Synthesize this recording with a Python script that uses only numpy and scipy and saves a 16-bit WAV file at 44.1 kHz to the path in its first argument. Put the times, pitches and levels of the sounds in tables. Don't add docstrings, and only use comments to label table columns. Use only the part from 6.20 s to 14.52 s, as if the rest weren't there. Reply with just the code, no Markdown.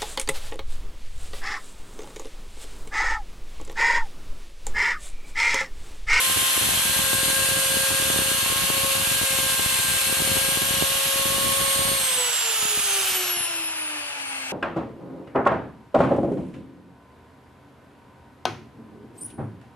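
import sys
import numpy as np
from scipy import signal
from scipy.io import wavfile
from scipy.ndimage import uniform_filter1d

SR = 44100
rng = np.random.default_rng(int(sys.argv[2]) if len(sys.argv) > 2 else 0)


def wav_record(signal):
    frames = np.transpose(np.atleast_2d(signal))
    bounded = np.clip(frames, -1, 1)
    quanta = np.round(bounded * 32767).astype(np.int16)
    wavfile.write(sys.argv[1], SR, quanta)


N = 366905
TIME = np.arange(N) / SR
CUTOFF_HZ = 15400
OFF_S, LIFT_S = 5.7545, 0.31


# start_s, turns_per_s
SPEED = [(0, 528), (.4, 529.3), (.8, 533.5), (1.15, 536.3), (1.95, 536.9), (2.66, 542), (3.0, 536.3),
         (3.2, 534.6), (3.58, 528.6), (3.79, 530), (4.44, 540.9), (5.1, 545.2), (5.72, 545)]
DRAG_PER_TURN, FRICTION_HZ_PER_S = .0006063, 21.04


def shaft_speed():
    running, = read_curve(SPEED)
    even = np.sqrt(FRICTION_HZ_PER_S / DRAG_PER_TURN)
    off_for_s = np.maximum(TIME - OFF_S, 0)
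    return even * np.tan(np.arctan(running / even) - DRAG_PER_TURN * even * off_for_s)


# start_s, position (0 on the board, 1 lifted with open vents, 2 turned away)
POSITION = [(0,0.35),(5.75,0.34),(6.2,0.97),(6.55,0.88),(7.0,1.2),(7.25,1.39),(7.6,1.74),(8.32,2.4)]


def tool_position(times=TIME):
    return read_curve(POSITION, times)[0]


def lifted():
    return np.clip((TIME - OFF_S) / LIFT_S, 0, 1)


# start_s, level_db, left_minus_right_db
HUM = [(0, -42, 15), (.5, -47.5, 6), (.85, -37.5, 7), (1.55, -34.5, 9), (2.1, -37.5, 6), (2.28, -46, 21),
       (2.68, -33.5, 13), (2.9, -43, 13), (3.15, -35, 5.5), (3.65, -47, 11), (4.15, -34.5, 4),
       (4.42, -40, 14), (4.62, -35.5, 30), (5.35, -32.5, 15)]
# start_s, level_db
OCTAVE = [(.25, -34), (.55, -42), (1.15, -39.5), (2.1, -45), (2.3, -37.5), (2.7, -38), (2.87, -46.5),
          (3.4, -36.5), (4.08, -45), (4.3, -40.5), (4.85, -41), (5.3, -32.5), (5.75, -34.5)]
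# start_s, level_db
THIRD = [(.25, -43), (.8, -35), (1.6, -35), (2.7, -40.5), (2.95, -36.5), (4.6, -38), (5.05, -45.5),
         (5.72, -43)]
# start_s, level_db
FOURTH = [(1.1, -49), (1.6, -62), (2.8, -61), (3.1, -43), (3.55, -43.5), (4.0, -56), (5.0, -57),
          (5.75, -43)]
# start_s, level_db, left_minus_right_db
BLADE = [(0, -42, 3), (.7, -38, 18), (2.4, -37.5, 29), (3.1, -39, 16), (4.4, -38.5, 17), (4.95, -40, 13),
         (5.3, -39, 5), (5.72, -34.5, 2), (5.88, -41, 4)]
# start_s, level_db, left_minus_right_db
WHINE = [(0, -33, 28), (.6, -36, 2), (1.05, -31.5, -2), (1.85, -29, -13), (2.45, -37.5, -3),
         (3.3, -33.5, 3), (3.7, -32, 3), (4.4, -32.5, -2), (4.9, -36.5, 9), (5.55, -30.5, -6.5)]
# position (no unit), left_minus_right_db, left_lead_rad
WHINE_AIM = [(.5, 3, 3), (.9, -7, -1.9), (1.15, 3, 1), (1.42, 5, -0.5), (1.7, -1, 2.0)]
# centre_s, half_length_s, depth_db
DIPS = [(5.825, 0.064, 7), (5.955, 0.022, 6), (6.19, .05, 12)]
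TWELFTH_DB = -47.5
HUM_ROUGH, LIFTED_ROUGH = 0.096, 0.057
COASTING_ROUGH = 0.31


def motor(angle, speed):
    up = lifted()
    position = tool_position()

    def lifting(board_db, board_pan_db, in_air):
        air_db, air_pan_db = in_air
        return (1 - up) * board_db + up * air_db, (1 - up) * board_pan_db + up * air_pan_db

    hum, octave, third, fourth, blade, twelfth, whine, whistle = coasting(speed, flicker_db=2.0)
    waver = HUM_ROUGH + LIFTED_ROUGH * up
    ragged = COASTING_ROUGH * up
    dip = from_db(-bumps(DIPS, TIME))

    out = dip * tone(angle, *lifting(*read_curve(HUM), hum), spread=0.12, rough=waver)
    octave_mix = lifting(*read_curve(OCTAVE), 2 * drift(0.73), octave)
    out += dip * tone(2 * angle, *octave_mix, spread=0.9 - .5 * up, rough=waver)
    third_mix = lifting(*read_curve(THIRD), 2 + drift(.7), third)
    out += tone(3 * angle, *third_mix, spread=.3, rough=.17 + ragged)
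    fourth_mix = lifting(*read_curve(FOURTH), drift(.7), fourth)
    out += tone(4 * angle, *fourth_mix, spread=.6, rough=.2 + ragged)
    out += tone(12 * angle, *lifting(TWELFTH_DB, drift(.7), twelfth), spread=.6, rough=.3)

    blades = 8 * angle
    blade_mix = lifting(*read_curve(BLADE), blade)
    out += tone(blades, *blade_mix, spread=0.82, rough=0.18 + ragged / 3, lead=0.48 + 1.0 * up)
    aim_db, aim_rad = read_curve(WHINE_AIM, position)
    whine_db, whine_pan_db = whine
    whine_mix = lifting(*read_curve(WHINE), (whine_db, whine_pan_db + aim_db))
    out += tone(2 * blades, *whine_mix, spread=0.8 - .6 * up, rough=0.12 + ragged / 4, lead=up * aim_rad)

    crossing = np.interp(position, [1.05, 1.45], [-2.6, 2.9])
    whistle_db, whistle_pan_db = whistle
    whistle_pan_db = whistle_pan_db + drift(1.9)
    return out + tone(4 * blades, whistle_db, whistle_pan_db, spread=0.2, rough=0.18, lead=crossing)


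# order (waves per turn), full_speed_db (before resonances and top loss),
# loss_db (per halving of speed), left_minus_right_db
COASTING = [(1, -42.5, 6.5, -1), (2, -39.5, 17.5, 0), (3, -44.5, 8.5, 0), (4, -43, 18, -10),
            (8, -50.5, -5, 4), (12, -41.5, 20, -5), (16, -25, 31, 0), (32, -20.5, 19.5, 2)]
# pitch_hz, half_width_hz, change_db
RESONANCES = [(289.5, 4, -18), (305, 4.6, 4.5), (318, 6.6, -5), (330, 3.4, 6), (374, 24, 7.5),
              (496, 12, 10.5), (970, 29, 0), (2480, 130, 0), (2670, 70, 9), (2920, 130, 11), (4300, 160, 6),
              (4720, 130, 6), (6700, 240, 4), (8150, 350, 4), (10650, 900, 3.5), (11600, 130, -5),
              (13050, 170, -8), (13600, 300, -4)]
TOP_HZ, TOP_LOSS_DB_PER_KHZ = 13900, 19


def coasting(speed, flicker_db):
    halvings = np.log2(speed.max() / speed)
    for order, full_speed_db, loss_db, pan_db in COASTING:
        hz = order * speed
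        top_db = TOP_LOSS_DB_PER_KHZ * np.maximum(hz - TOP_HZ, 0) / 1000
        level_db = full_speed_db - loss_db * halvings + bumps(RESONANCES, hz) - top_db
        yield level_db + flicker_db * drift(6.7), pan_db


def tone(phase, level_db, pan_db, spread, rough, lead=0):
    apart = (lead + spread * drift(0.35)) * np.array([[1], [-1]]) / 2
    shaken = phase + rough * drift(31)
    loudness = np.sqrt(2) * from_db(level_db) * panned(pan_db) * (1 + rough * drift(14.0))
    return loudness * np.sin(shaken + apart)


# start_s, level_db
FLUTTER = [(0,-42),(.45,-35.5),(1.0,-50),(5.8,-44),(6.2,-44),(8.32,-49)]
# start_s, level_db
FIFTH = [(0,-49),(1.2,-39),(1.8,-43),(2.5,-41),(3.7,-39.5),(4.4,-43),(5.8,-52)]
# order (waves per turn), peak_db (relative to the AIR level)
OVERTONES = [(7,-15),(15,-13),(17,-31),(24,-17),(48,-16)]


def overtones(angle, speed):
    rush_db, _ = read_curve(AIR)
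    out = tone(6 * angle, *read_curve(FLUTTER), drift(1), spread=1.0, rough=0.44)
    out += tone(5 * angle, *read_curve(FIFTH), drift(1), spread=1.0, rough=.4)
    for order, level_db in OVERTONES:
        audible = np.clip((CUTOFF_HZ - order * speed) / 500, 0, 1)
        shaken = order * angle + rng.uniform(0, np.pi, (2, 1)) + .5 * drift(23)
        out += audible * from_db(rush_db + level_db + 2 * drift(0.74)) * np.sin(shaken)
    return out * speed / speed.max()


# (extra, growing from 4 kHz to its full value at 8 kHz)
AIR = [(0, -29, 1), (1.9, -30.5, 1.5), (5.58, -30.5, 0.7), (6.55, -32.5, 2), (6.9, -31.5, 2),
       (7.46, -38, 4), (7.85, -38, 6.5), (8.32, -37.5, 9.5)]
# pitch_hz, relative_level_db
ON_BOARD = [(100,-9),(450,-10.5),(700,-7.5),(1400,-5),(2000,-3),(2720,0),(3300,2.55),(5200,-8.5),(7700,-4),(9000,-7),(11100,3),(12100,-4.5),(13500,-8),(15000,-23)]
LIFTED = [(100,-40),(480,-13.5),(800,-6.5),(1050,-5.5),(1450,-1.5),(2000,-6),(2950,2),(4000,-4.5),(5000,-6),(7500,-5.5),(9900,-6),(12000,-8),(13200,-15),(15000,-54)]
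AWAY = [(100,-36),(420,-9.5),(620,-6),(880,-0.5),(1100,-4),(1600,-0.5),(1900,-2),(2700,6),(3750,-6),(4600,-8),(6500,-13),(9500,-22),(12000,-19.5),(15000,-67)]
# pitch_hz, half_width_hz, change_db
HOUSING = [(2220, 310, 0), (2600, 49, 0.5), (2870, 74, 2), (3070, 60, -1), (3200, 71, -0.5), (3300, 50, -3),
           (4000, 70, 1.5), (6370, 76, -0.5)]
# start_s, centre_hz, boost_db
SWEEP = [(6.1, 11600, 2), (6.35, 11000, 5), (6.6, 9880, 7), (6.8, 9750, 5), (7.0, 8950, 4.5),
         (7.12, 8500, 2)]
SWEEP_HALF_WIDTH_HZ = 1300
# pitch_hz, likeness (0 to 1, no unit)
LIKENESS = [(100,0.88),(600,0.28),(1300,0.36),(2400,0.14),(4000,0.45),(5000,0.45),(7500,0.3),(10000,0.076),(12500,0.27)]
LIFTED_LIKENESS = 0.64


def rush(flutter_db, patchy_db, size=1024):
    hz, times, (shared, left, right) = signal.stft(rng.standard_normal((3, N)), SR, nperseg=size)
    rush_db, hiss_db = read_curve(AIR, times)
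    position = tool_position(times)
    up = np.interp(times, TIME, lifted())

    colour_db = np.outer(bumps(HOUSING, hz), 1 - up)
    for place, colour in enumerate([ON_BOARD, LIFTED, AWAY]):
        nearness = np.maximum(1 - abs(np.clip(position, 0, 2) - place), 0)
        colour_db = colour_db + np.outer(at_hz(colour, hz), nearness)
    sweep_hz, sweep_db = read_curve(SWEEP, times)
    colour_db = colour_db + sweep_db * np.exp(-((hz[:, None] - sweep_hz) / SWEEP_HALF_WIDTH_HZ) ** 2)
    gain = from_db(colour_db + np.outer(np.clip(hz / 4000 - 1, 0, 1), hiss_db))
    body = (hz > 2300) & (hz < 4000)
    gain *= from_db(rush_db + 1.5) / np.sqrt(np.sum(gain[body] ** 2, axis=0) / len(hz))

    ripple = rng.standard_normal((2,) + gain.shape)
    ripple = uniform_filter1d(uniform_filter1d(ripple, size=4, axis=1), size=60, axis=2)
    alike = np.clip((1 - up) * at_hz(LIKENESS, hz)[:, None] + up * LIFTED_LIKENESS, 0, 1)
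    late = np.exp(-1j * port_lead(hz[:, None], position))
    pan_db = np.interp(position, [.35, .85, 1.15, 1.6], [0.0, -3.0, -.5, 2.5])
    gain = gain * panned(pan_db)[:, None]
    ears = np.sqrt(alike) * np.array([shared, shared * late])
    ears = ears + np.sqrt(1 - alike) * np.array([left, right])
    spectrum = gain * from_db(patchy_db * rms_one(ripple)) * ears
    air = signal.istft(spectrum, SR, nperseg=size)[1][:, :N]
    return butter(air, 90, "high", order=4) * from_db(flutter_db * drift(34))


def port_lead(hz, position, opposed_rad=3.1):
    lead_s = np.interp(position, [0, .85, 1.05, 1.4, 2], [.000005, -.00004, -.00003, .00008, .00014])
    return np.clip(2 * np.pi * hz * lead_s, -opposed_rad, opposed_rad)


# start_s, suction_db, push (times the suction, no unit), left_minus_right_db
EDDIES = [(0.099, -23, 1.6, -7), (0.172, -20, 0.91, -7.0), (0.2271, -24, 0.6, -4.0),
          (0.3776, -20.0, 1.4, -3), (0.413, -24, 1.0, 5.0), (0.4396, -26, 0.9, 4), (0.4884, -22, 1.4, 6.0),
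          (0.5373, -22, 1.0, 8), (0.574, -24, 1.1, -8), (0.7923, -22, 1.5, -2), (0.9322, -18, 1.9, 7),
          (1.032, -19, 0.6, -1), (1.0836, -25.0, 0.5, 0.0), (1.102, -21, 1.4, -4.0),
          (1.2883, -23.0, 0.8, -2.0), (1.3687, -21.5, 0.7, 1), (1.5418, -23, 0.98, -10),
          (1.5697, -17.5, 0.93, 3), (1.7063, -24, 1.6, -10), (1.7164, -23.0, 0.8, 9),
          (1.7998, -20.5, 0.3, -10.0), (1.8245, -20, 1.1, 1), (1.902, -17.5, 1.8, 5),
          (1.961, -17, 1.1, -5.0), (1.9896, -14.5, 0.8, 2.0), (2.02, -19, 0.6, -5.0),
          (2.1162, -18.5, 1.2, 5), (2.2617, -23, 1.5, 1), (2.3252, -21, 1.2, 4.0), (2.502, -15.5, 1.4, 8),
          (2.5476, -28, 1.4, 11), (2.5783, -23, 1.0, 5.0), (2.6464, -20.5, 0.7, 8), (2.7535, -23, 1.1, 4.0),
          (3.0145, -19, 0.89, 4.0), (3.0315, -24, 1.9, 7), (3.1874, -20, 1.2, 6), (3.3948, -19, 1.5, 9.0),
          (3.461, -21, 0.65, -6), (3.8975, -24, 0.8, 11), (3.926, -18.5, 1.4, 5.0), (4.0032, -19, 0.8, 2),
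          (4.021, -17, 0.2, -1.0), (4.075, -22, 0.6, 0), (4.117, -21.5, 0.65, 7), (4.1691, -17.5, 1.4, 7),
          (4.2886, -19, 0.7, -6.0), (4.3732, -18.0, 0.78, 1), (4.421, -19, 1.2, -10), (4.5084, -19, 0.2, 1),
          (4.5398, -21, 0.22, 4), (4.6239, -12, 1.1, -9), (4.959, -23, 1.1, 6.0), (5.056, -18.5, 0.54, 5.0),
          (5.122, -20.5, 0.8, 10), (5.1822, -22, 0.9, 0), (5.292, -21, 0.2, 2), (5.414, -22.5, 0.7, 5.0),
          (5.5923, -23.0, 1.1, -5.0), (5.6196, -22, 0.8, 5.0), (5.7164, -19, 0.44, 5.0),
          (5.98, -34, 1.0, -9), (6.428, -29, 0.2, -5.0), (6.4537, -25, 0.5, -8.0),
          (6.5744, -26.5, 1.1, 5.0), (6.5973, -30, 0.5, -7.0), (6.9224, -33, 1.4, 6),
          (7.1717, -32.5, 0.2, -7.0), (7.2074, -30.0, 0.23, 8.0)]
# centre_s, half_length_s, depth_db
LULLS = [(.02, 0.047, 19), (.31, 0.032, 21), (3.6, 0.19, 2), (4.81, .08, 9), (6.12, .12, 8)]
STREAM_DB, STREAM_LIFTED_DB = -37.5, -56
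WAKE_DB, WAKE_S = -7, 0.031


def exhaust(per_s, uneven_db, count=2400):
    s, peak_db, push, pan_db = np.transpose(EDDIES)
    big = pressure_dips(s, from_db(peak_db) * panned(pan_db), push,
                        crossing_s=0.00078, soft_hz=323, bass_hz=52.7, push_hz=990)
    times, chance = rng.random((2, count)) * [[N / SR], [1]]
    sizes_db = uneven_db * np.clip(rng.standard_normal(count), -2, 1.2)
    happens = chance < per_s * N / SR / count
    gains = happens * from_db(sizes_db) * panned(rng.normal(0, 3.8, count))
    small = pressure_dips(times, gains, push=0.51,
                          crossing_s=0.0021, soft_hz=235, bass_hz=54, push_hz=910)

    stream_db = STREAM_DB + (STREAM_LIFTED_DB - STREAM_DB) * lifted() - bumps(LULLS, TIME)
    big_power = butter(np.mean(big ** 2, axis=0), 1 / (2 * np.pi * WAKE_S), "low", order=1)
    wake = from_db(WAKE_DB) * np.sqrt(abs(big_power))
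    facing = np.clip(4 * (1.7 - tool_position()), 0, 1)
    stream = facing * np.hypot(from_db(stream_db), wake) * rms_one(small)
    return shared_bass(big + stream, below_hz=36)


def pressure_dips(times, gains, push, crossing_s, soft_hz, bass_hz, push_hz, push_ahead_s=0.00036):
    def port(x, hz):
        def colour(y):
            return butter(butter(y, hz, "low"), bass_hz, "high")
        return colour(x) / colour(signal.unit_impulse(SR // 20)).max()

    haste = np.minimum(gains.mean() / (gains.mean(axis=0) + 1e-9), 1) ** .5
    louder_side = np.sign(gains[1] - gains[0])
    lag = crossing_s * louder_side * rng.uniform(0.72, 1.4, len(times)) * haste
    dips, pushes = np.zeros((2, 2, N))
    for ear, side in enumerate([-1, 1]):
        at = np.clip((times + np.minimum(side * lag, 0)) * SR, 0, N - 1).astype(int)
        dips[ear, at] = gains[ear]
        pushes[ear, np.maximum(at - int(push_ahead_s * SR), 0)] = push * gains[ear]
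    return port(pushes, push_hz) - port(dips, soft_hz)


def shared_bass(x, below_hz):
    mid = x.mean(axis=0)
    return mid + butter(x - mid, below_hz, "high", order=1)


def workshop(x, t60, wall_hz, count=40):
    out = np.zeros((2, N))
    for ear in range(2):
        delays = rng.uniform(.006, t60 / 2, count)
        gains = from_db(-60 * delays / t60) * rng.choice([-1, 1], count)
        gains = gains / np.linalg.norm(gains)
        for lag, gain in zip((delays * SR).astype(int), gains):
            out[ear, lag:] += gain * x[ear, :N - lag]
    return butter(out, wall_hz, "low", order=1)


def rumble(level_db, low_hz, high_hz):
    noise = rng.standard_normal(N) + 0.052 * rng.standard_normal((2, N))
    band = butter(butter(noise, low_hz, "high", order=4), high_hz, "low", order=4)
    return from_db(level_db) * rms_one(band)


def from_db(db):
    return 10 ** (np.asarray(db) / 20)


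def read_curve(rows, at=TIME):
    first, *columns = np.transpose(rows)
    return [np.interp(at, first, column) for column in columns]


def at_hz(points, hz):
    f, value = np.transpose(points)
    return np.interp(np.log(hz + 1), np.log(f), value)


def bumps(rows, x, size=1000):
    grid = np.linspace(x.min(), x.max(), size)
    bells = sum(height * np.exp(-((grid - centre) / width) ** 2) for centre, width, height in rows)
    return np.interp(x, grid, bells)


def rms_one(x):
    return x / np.sqrt(np.mean(x ** 2) + 1e-20)


def butter(x, hz, kind, order=2):
    return signal.sosfilt(signal.butter(order, hz, kind, fs=SR, output="sos"), x + 1e-18)


def drift(rate_hz, step=40):
    r = np.exp(-2 * np.pi * step * rate_hz / SR)
    noise = rng.standard_normal(N // step + 2002)
    slow = signal.lfilter([1], [1, -2 * r, r * r], noise)[2000:]
    return np.interp(np.arange(N) / step, np.arange(len(slow)), rms_one(slow))


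def panned(pan_db):
    gains = from_db(np.array([pan_db, -pan_db]) / 2)
    return gains / np.sqrt(np.mean(gains ** 2, axis=0))


def scene():
    speed = shaft_speed()
    angle = 2 * np.pi * np.cumsum(speed * (1 + 0.00019 * drift(5.3))) / SR
    tones = motor(angle, speed) + overtones(angle, speed)
    wet = from_db(np.interp(tool_position(), [.35, 1, 2], [-16, -9, -6]))
    echoes = wet * workshop(tones, t60=.45, wall_hz=5500)
    air = rush(flutter_db=0.5, patchy_db=1.37)
    eddies = exhaust(per_s=110, uneven_db=5.0)
    return tones + echoes + air + eddies + rumble(level_db=-62.5, low_hz=82, high_hz=128)


def record(dry):
    return signal.sosfilt(signal.ellip(10, .1, 80, CUTOFF_HZ, fs=SR, output="sos"), dry)


dry = scene()
out = record(dry)
wav_record(out)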